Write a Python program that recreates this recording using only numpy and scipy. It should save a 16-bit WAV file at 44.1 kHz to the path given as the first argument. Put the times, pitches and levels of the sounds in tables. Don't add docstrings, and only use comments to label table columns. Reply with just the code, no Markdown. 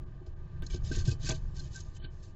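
import sys
import numpy as np
from scipy import signal
from scipy.fft import rfft, irfft
from scipy.io import wavfile
from scipy.ndimage import uniform_filter1d

SR = 44100
rng = np.random.default_rng(int(sys.argv[2]) if len(sys.argv) > 2 else 0)


def gain_from_db(level_db):
    decades = np.asarray(level_db, float) / 20
    return 10 ** decades


def int16_out(signal):
    q = np.round(np.clip(np.atleast_2d(signal).T, -1, 1) * 32767)
    wavfile.write(sys.argv[1], SR, q.astype(np.int16))


N = 103635


def unit(x):
    return x / np.sqrt(np.mean(x ** 2) + 1e-20)


def drift(hz):
    r = np.exp(-2 * np.pi * hz / SR)
    noise = rng.standard_normal(N + SR)
    return unit(signal.lfilter([1], [1, -2 * r, r * r], noise)[SR:])


def coloured(points):
    hz, db = np.transpose(points)
    log_hz = np.log(np.arange(N // 2 + 1) * SR / N + 1)
    gain = gain_from_db(np.interp(log_hz, np.log(hz), db, -90, -90))
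    return unit(irfft(rfft(rng.standard_normal(N)) * gain, N))


def around(x, hz, octaves, order=1):
    edges_hz = np.clip(hz * 2.0 ** (np.array([-.5, .5]) * octaves), 100, .45 * SR)
    return unit(signal.sosfilt(signal.butter(order, edges_hz, "band", fs=SR, output="sos"), x))


def shape(start_s, attack_s, hold_s, t60_s):
    t = np.arange(N) / SR - start_s
    release = gain_from_db(-60 * np.clip(t - hold_s, 0, 9) / t60_s)
    return np.clip(t / attack_s, 0, 1) ** 2 * release


def ring(force, hz, t60_s):
    r = gain_from_db(-60 / (t60_s * SR))
    w = 2 * np.pi * hz / SR
    return signal.lfilter([0, np.sin(w)], [1, -2 * r * np.cos(w), r * r], force + 1e-18)


def rumble(sway_db):
    # hz, density_db_per_hz
    hum = [(10, -6), (27, 2), (55, -9), (77, -4), (100, -11.5), (135, -8), (175, -19), (260, -36.5)]
    split_hz, evenness, deep_follows = 55, .45, .7
    noise = coloured(hum)
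    deep = signal.sosfiltfilt(signal.butter(3, split_hz, fs=SR, output="sos"), noise)
    upper = noise - deep
    power = upper ** 2
    local_power = uniform_filter1d(power, size=3500) + 1e-9
    upper = upper * (np.mean(power) / local_power) ** (evenness / 2)
    mean_db = sway_db.mean()
    deep_db = mean_db + deep_follows * (sway_db - mean_db)
    return gain_from_db(deep_db) * deep + gain_from_db(sway_db) * upper


def outside(sway_db):
    # hz, density_db_per_hz
    spectrum = [(110, -15), (180, -10), (243, -15), (356, -4.5), (418, -13.5), (631, -18), (728, -18),
                (1150, -20), (8000, -43.5), (10400, -89), (17600, -120)]
    level_db, follows = -61.5, 0.36
    return gain_from_db(level_db + follows * (sway_db - sway_db.mean())) * coloured(spectrum)


def box_air(x):
    # hz, width_hz, gain_db
    peaks = [(364, 25, 5.5), (640.7, 27, 11), (827, 11, 5.5), (1201, 147, 15), (1558, 110, 11.5),
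             (1780, 72, 7.5), (2295, 80, 5), (2550, 130, 4.5), (3040, 22, 9), (3200, 110, -4.5),
             (4150, 140, 3.5), (4990, 68, 4), (6440, 40, 4.5), (6750, 110, 6.5)]
    # hz, width_hz, gain_db
    dips = [(703, 14, -14), (1319.5, 176, -20), (1994, 28, -10), (2180, 58, -17.5), (2423, 64, -13),
            (2710, 48, -13), (5700, 730, -2)]
    rows = []
    for hz, width_hz, db in [*peaks, *dips]:
        a, w, q = gain_from_db(db / 2), 2 * np.pi * hz / SR, np.pi * width_hz / SR
        top = [1 + q * a, -2 * np.cos(w), 1 - q * a]
        bottom = [1 + q / a, -2 * np.cos(w), 1 - q / a]
        rows.append(np.array(top + bottom) / (1 + q / a))
    return signal.sosfilt(rows, x)


def bumps():
    # start_s, peak_db, tilt_db_per_octave (hardness)
    hits = [(0.003, -43.5, -11), (0.208, -43.5, -9.5), (0.263, -44.5, -5), (0.62, -39, -5.5),
            (0.739, -32.5, -10), (0.906, -28.5, -16), (0.93, -36.5, -16), (0.965, -34, -16),
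            (1.065, -34.5, -11.5), (1.077, -34, -7), (1.114, -34, -7.5), (1.234, -38, -15),
            (1.287, -26.5, -6), (1.312, -30, 3), (1.596, -44.5, -7.5), (2.041, -44, -9)]
    # hz, level_db, t60_s
    modes = [(135, 3.5, 0.076), (271.6, -6, 0.14), (355.3, -1, 0.099), (459.5, -8, 0.089),
             (636.7, -8.5, 0.1), (795, -10.5, 0.061), (1000, -21, 0.058)]
    push_s, bump_db, soft_hz = 0.01205, -2.5, 395
    start_s, db, tilt_db = np.transpose(hits)
    steps = np.arange(3)
    at = ((start_s[:, None] + steps * push_s / 3) * SR).astype(int)
    out = 0
    for hz, mode_db, t60_s in modes:
        level_db = db + bump_db + mode_db + tilt_db * max(np.log2(hz / soft_hz), 0)
        ragged = rng.uniform(.65, 1, at.shape)
        sign = np.where(steps, rng.choice([-.35, .35], at.shape), 1)
        force = np.zeros(N)
        force[at] = gain_from_db(level_db)[:, None] * ragged * sign
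        size = int(2 * SR / hz)
        soft = np.hanning(size) * np.cos(2 * np.pi * hz / SR * np.arange(size))
        out = out + ring(np.convolve(force, 4 * soft / size)[:N], hz, t60_s)
    return out


def barb_slips():
    barbs_per_s, spread_db, patch_db, patch_hz = 3500, 2, 1.0, 25
    sizes = gain_from_db(spread_db * np.minimum(rng.exponential(1, N), 4)) * rng.choice([-1, 1], N)
    slips = sizes * (rng.random(N) < barbs_per_s / SR)
    out = 0
    for hz in 560 * 2 ** np.arange(0, 4.1, .25):
        patch = gain_from_db(patch_db * drift(patch_hz))
        out = out + np.sqrt(hz) * patch * around(slips, hz, .25, order=2)
    return out


def rubs():
    # start_s, hold_s,
    # level_db, centre_hz, attack_s
    strokes = [(0.257, 0.0097, -62.5, 4500, 0.009), (0.63, 0.0044, -57.5, 1480, 0.00103),
               (0.631, 0.061, -66.5, 5370, 0.0046), (0.696, 0.021, -54, 3600, 0.0066),
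               (0.713, 0.034, -51.5, 4200, 0.02), (0.756, 0.0071, -56, 4500, 0.0046),
               (0.803, 0.095, -71.5, 5000, 0.0081), (0.823, 0.077, -54, 4600, 0.037),
               (0.909, 0.059, -44.5, 4880, 0.012), (0.967, 0.044, -48.5, 4950, 0.021),
               (1.035, 0.091, -48, 4900, 0.024), (1.02, 0.05, -67.5, 4970, 0.01),
               (1.182, 0.066, -48, 4580, 0.055), (1.242, 0.042, -40.5, 5200, 0.021),
               (1.284, 0.036, -45, 4200, 0.006), (1.291, 0.022, -49, 1000, 0.0063),
               (1.335, 0.029, -53.5, 5000, 0.0088), (1.381, 0.49, -74, 5060, 0.015),
               (1.534, 0.071, -55.5, 5000, 0.031), (1.595, 0.084, -61.5, 5230, 0.044),
               (1.695, 0.11, -52.5, 6400, 0.043), (1.832, 0.25, -71.5, 5440, 0.022),
               (1.93, 0.024, -59, 6300, 0.03), (1.982, 0.075, -60, 3500, 0.052),
               (2.105, 0.21, -73.5, 5330, 0.011), (2.218, 0.039, -63.5, 6000, 0.013)]
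    release_t60_s, octaves, flutter_db, flutter_hz = 0.093, 1.28, -0.5, 60
    slips = barb_slips() * gain_from_db(flutter_db * drift(flutter_hz))
    out = 0
    for start_s, hold_s, db, hz, attack_s in strokes:
        stroke = shape(start_s, attack_s, hold_s, release_t60_s)
        out = out + gain_from_db(db) * stroke * around(slips, hz, octaves)
    return out


def landing():
    # start_s, level_db, pitch_hz
    shifts = [
        (0.27, -33, 75),
        (0.711, -24.5, 45),
        (0.912, -29, 265),
        (0.973, -23.5, 72),
        (1.101, -25, 80),
        (1.289, -25.5, 200),
        (1.299, -25.5, 135),
        (2.035, -28.5, 140),
    ]
    land_s, land_db, land_hz, land_t60_s = 1.0735, -11.5, 117, .07
    out = 0
    for start_s, db, hz in [(land_s, land_db, land_hz), *shifts]:
        turns = (np.arange(N) / SR - start_s) * hz
        swell = np.sin(np.pi * np.clip(turns / 1.5, 0, 1)) ** 2
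        push = swell * -np.cos(2 * np.pi * turns)
        out = out + gain_from_db(db) * ring(push / np.abs(push).sum(), hz, land_t60_s * land_hz / hz)
    return out


def rings():
    # start_s, level_db, pitch_hz, length_s
    caught = [(0.618, -51, 1558, 0.018), (0.721, -51.5, 1558, 0.028), (0.76, -56.5, 1558, 0.016),
              (0.91, -42.5, 1558, 0.014), (.947, -51.5, 1558, 0.0082), (0.995, -52, 1558, .014),
              (1.012, -56, 1558, 0.016), (0.961, -53, 1558, 0.023), (1.068, -42, 1558, 0.037),
              (1.264, -49, 1558, 0.02), (1.29, -52.5, 1558, 0.0048), (1.311, -43.5, 1558, 0.015),
              (1.325, -54.5, 1558, 0.017), (1.585, -55, 1558, 0.021), (1.736, -41, 1558, 0.056),
              (2.021, -62, 1558, 0.012), (2.041, -49.5, 1558, 0.0097), (2.056, -59, 1558, 0.01),
              (0.66, -47, 4300, 0.017), (0.663, -52, 4080, 0.008), (0.662, -50, 5370, 0.015),
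              (.663, -48, 6450, 0.006), (0.7, -53, 6450, 0.014), (0.711, -42, 6400, 0.015),
              (0.738, -45, 6450, 0.015), (1.258, -48.5, 2550, 0.02), (0.925, -50, 2550, .02),
              (1.082, -51, 2550, .015), (0.934, -51, 4150, 0.022), (0.7, -56, 2350, 0.014),
              (0.701, -52, 3340, 0.012), (0.86, -51.5, 3720, 0.0084), (0.959, -43, 6880, 0.0091),
              (1.11, -47.5, 2550, 0.014), (1.294, -39, 6040, 0.0064), (1.3, -37, 3400, 0.015),
              (1.3, -50.5, 2300, 0.015), (1.595, -45, 4180, 0.014), (1.801, -39, 6500, 0.011),
              (1.819, -46.5, 6500, 0.025), (1.956, -55.5, 3050, 0.017), (1.993, -60, 3020, 0.016),
              (2.022, -60, 3100, 0.012), (2.044, -51, 3050, 0.0072), (2.037, -46, 4430, 0.011),
              (1.967, -49, 7630, 0.011)]
    ring_db, t60_cycles, roughness = 8.5, 60, .4
    t = np.arange(N) / SR
    rough = 1 + roughness * drift(150.0)
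    out = 0
    for start_s, db, hz, length_s in caught:
        swell = np.sin(np.pi * np.clip((t - start_s) / length_s, 0, 1)) ** 2
        push = swell * rough * np.cos(2 * np.pi * hz * t)
        out = out + gain_from_db(db + ring_db) * ring(push * 4 / (length_s * SR), hz, t60_cycles / hz)
    return out


def claws():
    # start_s, peak_db, centre_hz
    scratches = [(0.622, -41, 3200), (0.6632, -37, 5460), (0.743, -37, 3770), (0.845, -43, 5000),
                 (0.949, -34, 2900), (0.992, -36.5, 4430), (0.705, -60, 6260), (0.9138, -37, 4150),
                 (0.961, -30, 6880), (1.0513, -35, 4550), (1.0738, -29, 6300), (1.1107, -30, 5160),
                 (1.2364, -40, 4150), (1.288, -29, 1950), (1.2898, -18, 6910), (1.302, -27, 2870),
                 (1.314, -26, 7000), (1.318, -33, 2260), (1.343, -45, 3950), (1.5651, -48, 4900),
                 (1.593, -36, 5600), (1.7578, -30.5, 6800), (1.8045, -36, 6640), (1.965, -47, 2980),
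                 (1.964, -42.5, 6700), (2.045, -38.5, 3280), (2.231, -50, 6440)]
    attack_s, hold_s, t60_s = .0007, 0.0064, 0.031
    octaves, claw_db, slips_per_s = 0.94, -14, 14000
    sizes = rng.uniform(0.63, 1, N) * rng.choice([-1, 1], N)
    slips = sizes * (rng.random(N) < slips_per_s / SR)
    out = 0
    for start_s, db, hz in scratches:
        scratch = shape(start_s, attack_s, hold_s, t60_s)
        out = out + gain_from_db(db + claw_db) * scratch * around(slips, hz, octaves, order=2)
    return out


def scene():
    # time_s, level_db
    sway = [
        (0.0, -39),
        (0.26, -46.5),
        (0.58, -35.5),
        (0.69, -37.5),
        (0.989, -29),
        (1.16, -36),
        (1.3, -34.5),
        (1.899, -41),
        (2.23, -43.5),
        (2.35, -45.5),
    ]
    sway_db = np.interp(np.arange(N) / SR, *np.transpose(sway))
    direct = rumble(sway_db) + bumps() + landing() + rings()
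    return (direct + box_air(outside(sway_db) + rubs() + claws()))[None]


def low_pass(x, hz):
    return signal.sosfiltfilt(signal.cheby2(9, 45, hz * 1.07, fs=SR, output="sos"), x)


def spans(rows):
    t = np.arange(N) / SR
    inside = sum(1. * ((t > start_s) & (t < start_s + length_s)) for start_s, length_s in rows)
    return uniform_filter1d(inside, size=130)


def roll_off(x):
    return signal.sosfilt(signal.butter(12, 16500, fs=SR, output="sos"), x)


def record(dry):
    # start_s, length_s
    drops = [
        (.597, .034),
        (1.984, .12),
    ]
    # start_s, length_s
    thinned = [
        (.042, .02),
        (.34, .022),
    ]
    wide_hz, narrow_hz, thinned_hz, thinned_loss = 8278, 5060, 2000, .7
    glitch_s, glitch_db, glitch_low_db, hiss_db = .6232, -39.5, -27, -104.5
    click = 1. * (np.arange(N) == int(glitch_s * SR))
    source = dry + gain_from_db(glitch_low_db) * click
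    wide = low_pass(source, wide_hz)
    narrow = low_pass(source, narrow_hz)
    dull = low_pass(source, thinned_hz)
    stream = wide + spans(drops) * (narrow - wide) + thinned_loss * spans(thinned) * (dull - wide)
    hiss = gain_from_db(hiss_db) * rng.standard_normal(N)
    top_limit = signal.cheby2(12, 40, 16500, fs=SR, output="sos")
    extra = signal.sosfilt(top_limit, gain_from_db(glitch_db) * click + hiss)
    return roll_off(stream + extra)


dry = scene()
out = record(dry)
int16_out(out)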